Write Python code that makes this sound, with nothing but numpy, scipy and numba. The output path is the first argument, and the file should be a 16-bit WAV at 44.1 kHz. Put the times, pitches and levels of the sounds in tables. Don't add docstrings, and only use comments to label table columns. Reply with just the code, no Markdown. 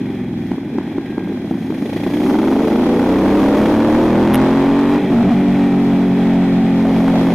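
import sys
import numpy as np
from scipy import signal
from scipy.fft import rfft, irfft
from scipy.io import wavfile
from scipy.ndimage import uniform_filter1d
from numba import njit

SR = 44100
rng = np.random.default_rng(int(sys.argv[2]) if len(sys.argv) > 2 else 0)


def generate_wav(sig):
    pcm = np.round(np.clip(np.atleast_2d(sig).T, -1, 1) * 32767).astype(np.int16)
    wavfile.write(sys.argv[1], SR, pcm)


def voltage_ratio(level):
    return 10 ** (np.asarray(level, float) / 20)


N = 323694

# (time [s], speed [cycles/s])
OWN_REVS = [(0, 23.6), (.22, 21.9), (.42, 20.47), (1.9, 19.85), (2, 19.9), (2.39, 22.9), (2.7, 26.3),
            (3.04, 30.5), (3.58, 35.6), (3.98, 38.8), (4.62, 45.7), (4.99, 48.3), (5.15, 45.7),
            (5.25, 47.7), (5.52, 47.05), (6.29, 45.3), (6.79, 44.6), (7.34, 44.3)]
# (time [s], throttle [0-1])
THROTTLE = [(0, 0.24), (.5, 0.18), (2.05, 0.35), (2.28, 0.83), (2.6, 0.82), (3.5, 0.94), (3.8, 0.91),
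            (4.4, 0.99), (4.98, 0.78), (5.03, 0.2), (5.2, 0.1), (5.27, 0), (5.35, 0.08), (6.5, 0.07),
            (6.8, 0.03), (7.1, 0), (7.34, 0.15)]
# (start [s], end [s], scatter [dB], sag [dB])
STUMBLES = [
    (0.502, 1.907, 3.5, -5.5),
    (1.906, 2.15, 1.16, -0.5),
    (5.039, 5.328, 4.5, -9.5),
]
# (multiple of the cycle, level [dB])
COAST_PARTIALS = [(1, -39), (2, -36), (3, -17), (4, -19), (5, -8), (6, -11), (7, -7), (8, -7), (9, -4),
                  (10, -7), (11, 0), (12, -3), (13, -8), (14, -8), (15, -17), (16, -8), (17, -15),
                  (18, -17), (19, -19)]
# (multiple of the cycle, level [dB])
CRUISE_PARTIALS = [(1, -38), (2, -46), (3, -11.5), (4, -2), (5, 0.5), (6, -2), (7, -16.5), (8, -11),
                   (9, -14), (10, -19), (11, -34), (12, -21), (13, -33), (14, -38), (15, -54), (16, -32),
                   (17, -18.5), (18, -33), (19, -32)]
# (multiple of the cycle, level [dB])
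PULL_PARTIALS = [(1, -30), (2, -24), (3, -26), (4, 5), (5, 6.5), (6, 5), (7, -9), (8, 2.5), (9, 0.5),
                 (10, -3), (11, -1), (12, -2), (13, -1), (14, 2), (15, -11), (16, -11), (17, 3), (18, -9),
                 (19, -11.5), (20, -12), (21, -10), (22, -12), (23, -9), (24, -11), (25, -9)]
# (frequency [Hz], level [dB])
HONK_COLOUR = [(120, -25), (200, -1), (250, 4), (295, 6.5), (370, 0), (450, -3.5), (580, -6), (900, -14)]
# (speed [cycles/s], level [dB])
PIPE_SHUT = [(20, -21.5), (22, -21), (46, -9)]
PIPE_OPEN = [(20, -24), (26, -26), (30, -30), (35, -28), (40, -26), (48, -26)]
# (frequency [Hz], width [Hz], level [dB])
EXHAUST_MODES = [(124, 46, -9), (193.2, 64, 1), (238, 77, -1), (281.9, 30, -2.5), (720, 730, -32),
                 (356, 62, -8)]
AIRBOX_MODES = [(199, 31, -8.5), (264.6, 55, 3.5), (343, 200, -6.5), (571, 120, -12), (750, 340, -18),
                (1230, 405, -23)]
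CASING_MODES = [(810, 66, 13.5), (1517, 108, 4.5), (1860, 270, 4.5), (2430, 350, 2), (3296, 230, -0.5),
                (4110, 200, -12), (4880, 150, -18), (6350, 550, -42)]
# (multiple of the cycle, level [dB])
GEAR_WHINE = [(40, -44.5), (44, -47), (50, -42), (55, -48)]
# (start [s], end [s], multiple of the cycle, level
# [dB])
FLUTTER = [(5.03, 5.09, 5, -16), (5.09, 5.14, 6, -13), (5.145, 5.235, 5, -5), (5.23, 5.31, 4, -11),
           (5.26, 5.31, 6, -14), (5.3, 5.34, 5, -4)]
# (time [s], speed [cycles/s])
AHEAD_REVS = [(0, 22), (1.2, 22), (1.55, 24), (1.83, 26.5), (2.3, 32.5), (2.75, 36.8), (3.06, 40.7),
              (3.98, 50.8), (5.3, 53.38), (6.7, 51.8), (7.1, 52.3), (7.34, 55.5)]
# (time [s], level [dB])
AHEAD_LEVEL = [(0, -43), (.9, -45), (1.6, -40), (2.1, -23), (2.4, -24.5), (3.67, -17), (4.15, -25),
               (5.1, -27), (6.83, -32), (6.852, -21.5), (6.93, -22), (7, -22), (7.09, -18), (7.15, -19.5),
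               (7.21, -17), (7.27, -15.5), (7.34, -15)]
# (frequency [Hz], width [Hz], level [dB])
AHEAD_PIPE_MODES = [(287, 91, 2), (454, 125, 1.5), (580, 232, -2), (840, 490, -13), (2010, 100, -24.5)]
# (delay [s], gain)
BOUNCES = [
    (.0035, .25),
    (.0082, .12),
]
# (time [s], peak [dB], ring [Hz])
POPS = [(0.513, -2, 266), (0.578, -8, 290), (0.781, 0, 304), (0.874, -9, 282), (0.979, -2, 303),
        (1.091, -11, 280), (1.177, -1, 306), (1.316, -10, 333), (1.508, -1.5, 255), (1.613, -15, 276),
        (1.7, -8, 343), (1.821, -7.5, 290), (1.858, -9, 342), (1.959, -6, 284), (2.061, -0.5, 288.3),
        (3.844, -7, 620), (3.885, -5.5, 633), (3.925, -11.5, 612), (6.849, -6, 616), (6.872, -14, 590),
        (6.89, -10, 590), (6.905, -13, 523), (7.003, -10.5, 590), (7.039, -10, 605), (7.136, -5, 580),
        (7.154, -7, 680)]
# (time [s], size [0-1])
TICKS = [(4.3345, .08), (4.3398, .3), (4.3451, .62), (4.3493, .06), (4.3505, .15), (4.3558, .45),
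         (4.3611, .15)]
# (frequency [Hz], density [dB/Hz])
PORT_SPECTRUM = [(350, -19.5), (600, -17.5), (756, -6.5), (1150, -4.5), (1560, -1), (2990, -4.5),
                 (3330, 0.5), (6850, -16.5), (8520, -14.5), (9760, -20), (15500, -19.5)]
# (frequency [Hz], density [dB/Hz])
TOP_SPECTRUM = [(4000, 7.5), (6500, 5.5), (7500, -4), (9600, -0.5), (10500, 4.5), (11400, -1), (13500, 1.5),
                (14000, -3), (15400, 2), (16000, -49)]

# (at walking revs [dB], per octave of revs [dB], at full throttle [dB],
# per dB of the bike ahead [dB])
BUFFET = (-52, 7.5, 1, 0.12)
PORT_HISS = (-49, 2, 2, 0.2634)
TOP_HISS = (-57.5, -2.5, 1.5, 0.5058)
GULP_AT, GULP_GAP, GULP_TWIN = .37, .36, .9
CEILING = 0.37


def level(x):
    return x / np.sqrt(np.mean(x ** 2))


def curves(table):
    s, *columns = np.transpose(table)
    return [np.interp(np.arange(N) / SR, s, c) for c in columns]


def smooth_twice(x, size):
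    return uniform_filter1d(uniform_filter1d(x, size), size)


@njit
def svf(x, hz, width):
    y, b, l = np.empty(len(x)), 0., 0.
    g, k = np.tan(np.pi * hz / SR), width / hz
    for i in range(len(x)):
        v = (b + g * (x[i] - l)) / (1 + g * (g + k))
        b, l, y[i] = 2 * v - b, l + 2 * g * v, k * v
    return y


def ring(x, modes):
    y = 0
    for k, (hz, width, db) in enumerate(modes):
        y = y + (-1) ** k * voltage_ratio(db) * svf(x, 1. * hz, 1. * width)
    return signal.sosfilt(signal.butter(2, 2.5 * max(modes)[0], fs=SR, output="sos"), y)


def noise():
    return rng.standard_normal(N)


def walk(rate):
    hold = int(SR / rate)
    held = np.repeat(rng.standard_normal(N // hold + 1), hold)
    return 1.26 * smooth_twice(held, hold)[:N]


def coloured(points):
    hz, db = np.transpose(points)
    f = np.arange(1, N // 2 + 2) * SR / N
    return level(irfft(rfft(noise()) * voltage_ratio(np.interp(np.log(f), np.log(hz), db)), N))


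def strokes(turns, lag, rough_db, slip_s):
    cycle = np.arange(1, turns[-1] - lag) + lag
    chance = rng.standard_normal((400, 2))[:len(cycle)]
    at = np.interp(cycle, turns, np.arange(N))
    rough = rough_db[at.astype(int)]
    at = np.clip(at + slip_s * SR * rough * chance[:, 0], 0, N - 2)
    size, whole = voltage_ratio(rough * chance[:, 1]), at.astype(int)
    out = np.zeros(N)
    np.add.at(out, whole, size * (1 - at + whole))
    np.add.at(out, whole + 1, size * (at - whole))
    return out


def steady(x, hz):
    return level(x / np.sqrt(hz))


def puffs(pulses, decay_s):
    return signal.lfilter([1], [1, -np.exp(-1 / (decay_s * SR))], pulses)


def controls():
    (hz,), (load,), t = curves(OWN_REVS), curves(THROTTLE), np.arange(N) / SR
    rough_db, sag_db = np.full(N, .8), np.zeros(N)
    for start, end, scatter_db, drop_db in STUMBLES:
        during = (t >= start) & (t < end)
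        rough_db[during], sag_db[during] = scatter_db, drop_db
    fade = int(.06 * SR)
    rough_db, sag_db = uniform_filter1d(rough_db, fade), uniform_filter1d(sag_db, fade)
    return hz, np.log2(hz / 20), np.clip(load, 0, 1), rough_db, sag_db


def engine():
    hz, octaves, load, rough_db, sag_db = controls()
    turns = np.cumsum(hz) / SR
    fast = np.clip((hz - 24) / 10, 0, 1)
    fired = strokes(turns, 0, rough_db, 0.00017) + 0.32 * strokes(turns, 0.49, rough_db, 0.00023)
    sucked = strokes(turns, .3, rough_db, 0.0001)
    sucked = sucked + .8 * strokes(turns, .3 + GULP_GAP, rough_db, .00012)
    gas = (0.82 + puffs(fired, 0.0059)) * noise()
    parts = exhaust(turns, hz, load, rough_db, sag_db, fast, fired, gas)
    parts = parts + airbox(turns, hz, load, rough_db, sucked, gas)
    parts = parts + flutter(turns) + valve_gear(octaves, load, fired + sucked)
    return parts + gear_whine(turns, hz) + cam_chain(turns, fast)


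def exhaust(turns, hz, load, rough_db, sag_db, fast, fired, gas):
    shut_db = np.interp(hz, *np.transpose(PIPE_SHUT))
    open_db = np.interp(hz, *np.transpose(PIPE_OPEN))
    pipe_db = shut_db + load * (open_db - shut_db) + sag_db
    coast = level(drone(turns, COAST_PARTIALS, rough_db, smear(.13)))
    cruise = level(drone(turns + .3, CRUISE_PARTIALS, rough_db, smear(.17)))
    hum = (1 - fast) * coast + fast * cruise
    stumble = voltage_ratio(4.3 * rough_db - 18)
    bangs = 0.54 * steady(ring(fired, EXHAUST_MODES), hz) + 1.19 * level(ring(gas, EXHAUST_MODES))
    return voltage_ratio(pipe_db) * (hum + stumble * bangs)


def airbox(turns, hz, load, rough_db, sucked, gas):
    shut_db, open_db = -33, -5
    colour_hz, colour_db = np.transpose(HONK_COLOUR)

    def colour(k):
        return np.interp(np.log(k * hz[::64]), np.log(colour_hz), colour_db)

    honk = level(drone(turns, PULL_PARTIALS, rough_db, gulps, colour))
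    body = thin(steady(ring(sucked, AIRBOX_MODES), hz))
    rush = level(ring(gas, AIRBOX_MODES))
    slap = steady(ring(strokes(turns, .57, rough_db, .0001), AIRBOX_MODES[3:]), hz)
    slap = voltage_ratio(-19) * np.clip(26 / hz, 0, 1) ** 3 * slap
    box = honk + voltage_ratio(-18.0) * body + voltage_ratio(-11.0) * rush + slap
    return voltage_ratio(shut_db + load * (open_db - shut_db)) * box


def drone(turns, orders, rough_db, lead, colour=lambda k: 0):
    out, coarse = 0, np.arange(0, N, 64)
    slip_cycles = .003
    for k, db in orders:
        size = 12.8 * smooth_twice(rng.standard_normal(len(coarse)), 40)
        slip = 12.8 * smooth_twice(rng.standard_normal(len(coarse)), 40)
        waver = voltage_ratio(db + colour(k) + (.4 + .45 * rough_db[coarse]) * size)
        drift = slip_cycles * k ** 2 / 6 * rough_db[coarse] * slip
        phase = k * turns + lead(k) + np.interp(np.arange(N), coarse, drift)
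        out = out + np.interp(np.arange(N), coarse, waver) * np.sin(2 * np.pi * phase)
    return out


def smear(spread):
    return lambda k: spread * k ** 2


def gulps(k):
    pair = 1 + GULP_TWIN * np.exp(-2j * np.pi * k * GULP_GAP)
    return np.angle(pair) / (2 * np.pi) - k * GULP_AT


def thin(x):
    return signal.sosfilt(signal.butter(3, 190, "high", fs=SR, output="sos"), x)


def flutter(turns):
    t, fade = np.arange(N) / SR, int(.02 * SR)
    out = 0
    for start, end, k, db in FLUTTER:
        gate = uniform_filter1d(1. * ((t >= start) & (t < end)), fade)
        out = out + voltage_ratio(db) * gate * np.sin(2 * np.pi * k * turns)
    return out


def valve_gear(octaves, load, knocks):
    clatter_db = -41.5 + 7 * octaves + 2.5 * load
    valves = (3.6 + puffs(knocks, 0.006)) * noise()
    return voltage_ratio(clatter_db + 1.0 * walk(19)) * level(ring(valves, CASING_MODES))


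def gear_whine(turns, hz):
    whine = 0
    for m, db in GEAR_WHINE:
        drift = 25 * np.cumsum(walk(30)) / SR
        whine = whine + voltage_ratio(db + 2 * walk(9)) * np.sin(2 * np.pi * m * turns + drift)
    return np.clip(hz / 45, 0, 1) ** 3 * whine


def cam_chain(turns, fast):
    return (1 - fast) * voltage_ratio(-53 + 3.9 * walk(6.9)) * np.sin(2 * np.pi * 80 * turns)


def ahead():
    (hz,), (db,) = curves(AHEAD_REVS), curves(AHEAD_LEVEL)
    turns, rough_db = np.cumsum(hz) / SR + .8, np.full(N, 1.6)
    fired = strokes(turns, 0, rough_db, 0.00015) + 0.17 * strokes(turns, .38, rough_db, 0.0003)
    jet = puffs(fired, .008) * noise()
    rasp = voltage_ratio(-5) * steady(ring(jet, AHEAD_PIPE_MODES), hz)
    bark = steady(ring(fired, AHEAD_PIPE_MODES), hz) + rasp
    bark = level(bark + sum(gain * np.roll(bark, int(s * SR)) for s, gain in BOUNCES))
    puff = voltage_ratio(db - 13 * np.log2(hz / 28)) * steady(puffs(puffs(fired, .005), .005), hz)
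    rattle = level(ring(noise(), CASING_MODES[2:]))
    spit = puff * (voltage_ratio(-23) * coloured(TOP_SPECTRUM) + voltage_ratio(-11.5) * rattle)
    side_spit = puff * voltage_ratio(-23) * coloured(PORT_SPECTRUM)
    return voltage_ratio(db) * bark, spit, side_spit


def pops():
    out, t = np.zeros(N), np.arange(int(.03 * SR)) / SR
    swell = (t / 0.0041) ** 2.24 * np.exp(-(t / 0.0041) ** 2)
    snap = np.exp(-((t - .0044) / 0.001) ** 2) * np.sin(2 * np.pi * 890 * t)
    for s, db, hz in POPS:
        bang = voltage_ratio(db + 6.0) * swell * np.sin(2 * np.pi * hz * t)
        crack = voltage_ratio(2 * db - 14.5) * snap
        i = int(s * SR)
        out[i:i + len(t)] -= bang + crack
    return out + 0.16 * np.roll(out, int(0.01137 * SR)) + 0.32 * np.roll(out, int(0.027 * SR))


def ticks(wave):
    out, t = np.zeros(N), np.arange(-20, 21) / SR
    knock = np.exp(-(t / .00015) ** 4) * (.75 + .5 * np.cos(2 * np.pi * 11200 * t))
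    knock = knock + 0.36 * np.exp(-(t / 0.00027) ** 2) * np.cos(2 * np.pi * 3100 * t)
    for s, size in TICKS:
        i = int(s * SR)
        out[i:i + len(t)] += size * knock * np.sign(wave[i])
    return np.roll(out, -20)


def air(rule):
    _, octaves, load, *_ = controls()
    (ahead_db,) = curves(AHEAD_LEVEL)
    ahead_db = uniform_filter1d(ahead_db, SR // 4)
    base_db, octave_db, load_db, ahead_share = rule
    return base_db + octave_db * octaves + load_db * load + ahead_share * (ahead_db - ahead_db[0])


def wind_buffet():
    thump = svf(svf(noise(), 44.0, 60.0), 44.0, 60.0)
    return voltage_ratio(air(BUFFET) + 2.0 * walk(8.7)) * level(thump)


def top_hiss():
    return voltage_ratio(air(TOP_HISS) + 1.3 * walk(18)) * coloured(TOP_SPECTRUM)


def port_hiss():
    return voltage_ratio(air(PORT_HISS) + 1.9 * walk(16)) * coloured(PORT_SPECTRUM)


def scene():
    low_cut = signal.butter(4, 58, "high", fs=SR, output="sos")
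    bark, spit, side_spit = ahead()
    loud = signal.sosfilt(low_cut, engine() + bark + pops()) + wind_buffet()
    middle = np.clip(loud, -CEILING, CEILING) + top_hiss() + spit
    middle = middle - ticks(uniform_filter1d(middle, 25))
    middle = np.clip(middle, -1.15 * CEILING, 1.15 * CEILING)
    side = port_hiss() + side_spit
    return np.array([middle + side, middle - side])


def roll_off(x):
    return signal.sosfilt(signal.butter(12, 15380, fs=SR, output="sos"), x)


def record(dry):
    top_cut = signal.ellip(8, .2, 70, 15350, fs=SR, output="sos")
    mix = signal.sosfiltfilt(top_cut, dry)
    return roll_off(mix)


dry = scene()
out = record(dry)
generate_wav(out)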